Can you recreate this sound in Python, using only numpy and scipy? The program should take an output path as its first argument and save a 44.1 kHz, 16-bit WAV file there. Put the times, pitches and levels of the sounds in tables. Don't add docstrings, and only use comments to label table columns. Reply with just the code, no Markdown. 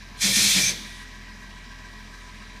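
import sys
import numpy as np
from scipy import signal
from scipy.fft import rfft, irfft
from scipy.io import wavfile

SR = 44100
rng = np.random.default_rng(int(sys.argv[2]) if len(sys.argv) > 2 else 0)


def gain_from_db(level_db):
    decades = np.asarray(level_db, float) / 20
    return 10 ** decades


def transcribe(u):
    v = np.clip(np.atleast_2d(u).T, -1, 1)
    q = np.round(v * 32767).astype(np.int16)
    wavfile.write(sys.argv[1], SR, q)


N = 114660


def rms_one(x):
    return x / np.sqrt(np.mean(x ** 2) + 1e-20)


def in_time(rows):
    s, *columns = np.transpose(rows)
    return [np.interp(np.arange(N) / SR, s, c) for c in columns]


def drift(rate):
    step = 40
    r = np.exp(-2 * np.pi * rate * step / SR)
    noise = rng.standard_normal(N // step + 2002)
    slow = signal.lfilter([1], [1, -2 * r, r * r], noise)[2000:]
    return np.interp(np.arange(N) / step, np.arange(len(slow)), rms_one(slow))


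def resonance(x, hz, width_hz):
    r = np.exp(-np.pi * width_hz / SR)
    poles = [1, -2 * r * np.cos(2 * np.pi * hz / SR), r * r]
    return signal.lfilter(np.array([1, 0, -1]) * (1 - r * r) / 2, poles, x)


def whistle(hz, width_hz):
    once = resonance(rng.standard_normal(N), hz, width_hz)
    return rms_one(resonance(once, hz, width_hz))


def bands(spectrum, patchy_db, rate):
    hz, db = np.transpose(spectrum)
    f = np.fft.rfftfreq(N, 1 / SR) + 1
    colour = gain_from_db(np.interp(np.log(f), np.log(hz), db, left=-90, right=-90))
    shaped = rfft(rng.standard_normal(N)) * colour
    centres = hz[0] * 2 ** np.arange(0, np.log2(hz[-1] / hz[0]) + 1 / 3, 1 / 3)
    rows = []
    for c in centres:
        triangle = np.clip(1 - 3 * abs(np.log2(f / c)), 0, 1)
        rows.append(irfft(shaped * triangle, N) * gain_from_db(patchy_db * drift(rate)))
    rows = np.array(rows)
    return centres, rows / np.sqrt(np.mean(rows.sum(0) ** 2))


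FIRING_HZ, CYCLE_START_S = 42.375, .0175

# multiple of the firing rate, level in dB rms.
EXHAUST_ORDERS = [(1, -46), (2, -57.5), (3, -65.5), (3.45, -61), (5, -63.5), (6, -62)]
# frequency in Hz, density in dB per Hz.
RUMBLE_SPECTRUM = [(20, -21), (65, -9), (100, -4.5), (213, -18), (510, -28), (887, -20), (1200, -19.5),
                   (1500, -52)]
# frequency in Hz, width in Hz, level in dB.
BODY_PANELS = [(300.6, 25, -68.5), (362, 64, -65.5), (442.4, 63, -68.5), (620.5, 135, -65),
               (260.2, 5.2, -77)]


def exhaust():
    turn = 2 * np.pi * (FIRING_HZ * (np.arange(N) / SR - CYCLE_START_S) - .5)
    tones = 0
    for k, db in EXHAUST_ORDERS:
        tones = tones - np.sqrt(2) * gain_from_db(db + 0.23 * k * drift(7.5)) * np.cos(k * turn)
    boom = gain_from_db(-54.5) * whistle(hz=203.2, width_hz=39)
    panels = sum(gain_from_db(db) * whistle(hz, width) for hz, width, db in BODY_PANELS)
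    rumble = bands(RUMBLE_SPECTRUM, patchy_db=0.5, rate=6.8)[1].sum(0)
    return tones + boom + panels + gain_from_db(-55.5) * rumble


# frequency in Hz, T60 in seconds, lag after the crest in seconds.
BLOCK_MODES = [(995.8, .11, .004), (1081.5, .07, .004), (1589.5, .075, -.011), (1702.5, .065, -.011),
               (2290, .05, .0), (826.3, .08, .008)]
BLOCK_LEVELS = [-56.5, -61.5, -56.5, -59, -62, -73]
# one mode's strength in dB, one column for each of six cylinders.
CYLINDER_FORCES = [(6, -14, -4, 2, 3, 4), (5, -6, -5, 4, 4, 4), (8, -1, 4, -1, -5, -9),
                   (8, -6, 2, 2, -5, -4), (2, -1, 0, 2, -1, -1), (0, -3, 1, 3, 1, 1)]
KNOCK_SPREAD_DB, KNOCK_SLIP = 2.0, .08
KNOCK_WIDTH_HZ = 100


def knock():
    firing, out = np.arange(int(N / SR * FIRING_HZ)), 0
    for (hz, t60, lag), db, forces in zip(BLOCK_MODES, BLOCK_LEVELS, CYLINDER_FORCES):
        s = CYCLE_START_S + firing / FIRING_HZ + lag
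        s = (np.round(s * hz) + KNOCK_SLIP * rng.standard_normal(len(s))) / hz
        force_db = np.array(forces)[firing % 6] + KNOCK_SPREAD_DB * rng.standard_normal(len(s))
        clicks = np.zeros(N + SR)
        clicks[(s * SR).astype(int)] = gain_from_db(force_db)
        r, w = gain_from_db(-60 / (t60 * SR)), 2 * np.pi * hz / SR
        rung = signal.lfilter([0, np.sin(w)], [1, -2 * r * np.cos(w), r * r], clicks[:N] + 1e-18)
        out = out + gain_from_db(db) * rms_one(resonance(rung, hz, KNOCK_WIDTH_HZ))
    return out


# frequency in Hz, density in dB per Hz.
CLATTER_SPECTRUM = [(1250, -12), (1420, -15.5), (1700, -5.5), (2000, -6.5), (2700, -12), (5770, -16.5),
                    (7170, -22.5), (15300, -37.5)]
# frequency in Hz, width in Hz, level in dB.
CLATTER_RESONANCES = [(3920, 160, -12.5), (5780, 76, -19.5), (4970, 170, -19.5), (2396, 125, -14.5)]
# frequency in Hz, level in dB.
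GEAR_TONES = [(707, -71), (932.5, -69), (869, -71), (1129.6, -67), (1189, -70), (1277.6, -70), (424, -69),
              (2465, -67)]
# time in seconds, level in dB.
LEAK_LEVELS = [
    (0, -74),
    (.8, -49.5),
    (1.5, -52.5),
    (2.0, -53.5),
    (2.12, -58),
    (2.6, -59),
]
CLATTER_DB, CLATTER_SWING_DB, CLATTER_LAG = -49, 0.68, 0.048
LEAK_HZ, LEAK_WANDER_HZ, LEAK_THROB = 1921, 2.5, .5


def clatter():
    turns = FIRING_HZ / 3 * (np.arange(N) / SR - CYCLE_START_S) - CLATTER_LAG
    hiss = bands(CLATTER_SPECTRUM, patchy_db=1.5, rate=3.7)[1].sum(0)
    hiss = hiss + sum(gain_from_db(db) * whistle(hz, width) for hz, width, db in CLATTER_RESONANCES)
    swing = np.cos(2 * np.pi * turns)
    swing = swing + 0.16 * np.cos(np.pi * turns) + 0.47 * np.cos(4 * np.pi * turns)
    swell = gain_from_db(CLATTER_DB + CLATTER_SWING_DB * swing)
    gears = sum(gain_from_db(db) * whistle(hz, 12) for hz, db in GEAR_TONES)
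    pitch = LEAK_HZ + LEAK_WANDER_HZ * (drift(1.73) + 3 * drift(40.5))
    throb = 1 + LEAK_THROB * np.cos(6 * np.pi * turns)
    leak = np.sin(2 * np.pi * np.cumsum(pitch) / SR) * throb * gain_from_db(2.1 * drift(9))
    return swell * hiss + gears + gain_from_db(in_time(LEAK_LEVELS)[0]) * leak


# time in seconds, jet level in dB, brightness in dB per octave,
# low pipe whistle in dB, high pipe whistle in dB.
BRAKE_VALVE = [
    (.195, -45, 1.5, 3, -17),
    (.217, -24, 1, 9, 1),
    (.242, -20, -1.5, -6, 0),
    (.331, -25.5, 2, 6, -7),
    (.36, -19, 0, -1, 1),
    (.525, -20.5, 0, -8, -6),
    (.575, -20, -1, 3.5, -7),
    (.65, -24, 0, 4, 8.5),
    (.702, -25, -2.5, 1, 3.5),
]
# frequency in Hz, density in dB per Hz.
JET_SPECTRUM = [(400, -19.5), (725, -19.5), (1200, -18), (2300, -1), (6200, -1), (7200, -3.5), (10000, -7),
                (15300, -20.5)]
# frequency in Hz, width in Hz, level in dB.
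LOW_PIPE_MODES = [(2350, 130, -14), (1815, 40, -24), (2207, 40, -22)]
MID_PIPE_MODES = [(3554, 270, -15), (4124, 290, -13.5), (4840, 70, -32), (4980, 62, -22), (3260, 45, -19.5),
                  (5270, 50, -20)]
HIGH_PIPE_MODES = [(5860, 74, -15.5), (6200, 370, -11.5), (5550, 450, -17)]
# frequency in Hz, density in dB per Hz.
ECHO_SPECTRUM = [(1060, -23), (1800, -15), (2230, -8.5), (2710, -14), (3510, -3), (4800, -10.5), (6170, -7),
                 (6860, -15), (15200, -27.5)]
# frequency in Hz, width in Hz, level in dB.
ECHO_RESONANCES = [(3630, 1200, -10), (6200, 510, -22), (2345, 220, -9)]
# frequency in Hz, density in dB per Hz.
SEEP_SPECTRUM = [(2500, -10), (3800, 5), (6000, 0), (10000, -1), (12000, -10), (15300, -18)]
ECHO_DB, ECHO_DELAY_S = -14, 0.036
ECHO_T60_S, ECHO_T60_PER_OCTAVE = 1, -0.15
SEEP_DB, SEEP_END_S, SEEP_FADE_S = -53.5, 1.045, .04
SHUT_DB_PER_S = 430


def air_brake():
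    level_db, tilt_db, low_db, high_db = in_time(BRAKE_VALVE)
    t = np.arange(N) / SR
    opening = np.clip((t - BRAKE_VALVE[0][0]) / 0.033 + 1, 0, 1)
    flow = gain_from_db(level_db - SHUT_DB_PER_S * np.maximum(t - BRAKE_VALVE[-1][0], 0)) * opening

    centres, rows = bands(JET_SPECTRUM, patchy_db=.9, rate=11.0)
    jet = sum(row * gain_from_db(tilt_db * np.log2(hz / 4500)) for hz, row in zip(centres, rows))
    jet = jet - 0.55 * resonance(jet, hz=2870, width_hz=450)
    pipe_sets = (LOW_PIPE_MODES, low_db), (MID_PIPE_MODES, -high_db / 2), (HIGH_PIPE_MODES, high_db)
    for pipes, sway_db in pipe_sets:
        for hz, width, db in pipes:
            jet = jet + gain_from_db(db + sway_db + 1.9 * drift(8)) * whistle(hz, width)

    layers = list(zip(*bands(ECHO_SPECTRUM, patchy_db=0.0, rate=15.0)))
    layers += [(hz, gain_from_db(db) * whistle(hz, width)) for hz, width, db in ECHO_RESONANCES]
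    late_power, echo = np.roll(flow ** 2, int(ECHO_DELAY_S * SR)), 0
    for hz, row in layers:
        t60 = max(ECHO_T60_S + ECHO_T60_PER_OCTAVE * np.log2(hz / 4500), .1)
        keep = gain_from_db(-120 / (SR * t60))
        echo = echo + row * np.sqrt(signal.lfilter([1 - keep], [1, -keep], late_power))

    seep = bands(SEEP_SPECTRUM, patchy_db=1.0, rate=6.0)[1].sum(0)
    seeping = (t > BRAKE_VALVE[1][0]) * np.clip((SEEP_END_S - t) / SEEP_FADE_S + .5, 0, 1)
    return flow * jet + gain_from_db(ECHO_DB) * echo + gain_from_db(SEEP_DB) * seeping * seep


# start in seconds, rise in seconds, level in dB, pitch in Hz, rattle in dB.
TANK_SHUDDERS = [
    (.232, 0.029, -25, 195.5, -38.5),
    (0.289, 0.023, -32.5, 197.8, -70),
    (.362, 0.017, -25, 203, -41.5),
    (0.409, 0.043, -30.5, 201.5, -48.5),
    (0.543, .026, -25.5, 192.5, -38),
    (.66, 0.033, -41, 192.7, -45.5),
    (.77, 0.051, -44, 209, -62),
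]
RATTLE_LAG_S, RATTLE_TOP_HZ = 0.022, 537
SHUDDER_ROUGH_HZ, SHUDDER_ROUGH = 30, .4
OVERTONE, OVERTONE_DB = 1.5, -13
GROAN_START_S, GROAN_END_S, GROAN_DB = 0.17, 0.82, -42.5


def tank():
    t, out = np.arange(N) / SR, 0
    dull = signal.butter(2, [90, RATTLE_TOP_HZ], "band", fs=SR, output="sos")
    rattle = rms_one(signal.sosfilt(dull, rng.standard_normal(N)))
    wobble = 1 + SHUDDER_ROUGH / 2 * drift(SHUDDER_ROUGH_HZ)
    slip = SHUDDER_ROUGH * drift(SHUDDER_ROUGH_HZ)
    for s, rise, db, hz, rattle_db in TANK_SHUDDERS:
        u = np.maximum(t - s, 0) / rise
        v = np.maximum(t - s - RATTLE_LAG_S, 0) / rise
        phase = 2 * np.pi * hz * (t - s)
        modes = np.sin(phase + slip) + gain_from_db(OVERTONE_DB) * np.sin(OVERTONE * phase - 2 * slip)
        out = out + gain_from_db(db) * wobble * u * np.exp(.5 - u * u / 2) * modes
        out = out + gain_from_db(rattle_db) * v * np.exp(1 - v) * rattle
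    groaning = np.clip(np.minimum(t - GROAN_START_S, GROAN_END_S - t) / 0.13, 0, 1)
    return out + gain_from_db(GROAN_DB) * groaning * whistle(hz=129, width_hz=87)


def scene():
    mono = exhaust() + knock() + clatter() + air_brake() + tank()
    return np.array([mono, mono])


def band_limit(x):
    return signal.sosfilt(signal.butter(12, 15330, fs=SR, output="sos"), x)


# centre in seconds, low edge in Hz, high edge in Hz,
# level in dB.
TREBLE_PARTINGS = [
    (0.512, 6200, 8900, -28.5),
    (.514, 9600, 10900, -36),
    (.607, 8300, 9800, -36),
]
PARTING_S, CUT_HZ = 0.044, 15330


def record(dry):
    t, f, side = np.arange(N) / SR, np.fft.rfftfreq(N, 1 / SR), 0
    for s, low_hz, high_hz, db in TREBLE_PARTINGS:
        in_band = (f > low_hz) * (f < high_hz)
        noise = rms_one(irfft(rfft(rng.standard_normal(N)) * in_band, N))
        side = side + gain_from_db(db) * noise * np.cos(np.pi * np.clip((t - s) / PARTING_S, -.5, .5))
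    parted = dry + side * np.array([[1], [-1]])
    mix = irfft(rfft(parted) * (f < CUT_HZ), N)
    return band_limit(mix)


dry = scene()
out = record(dry)
transcribe(out)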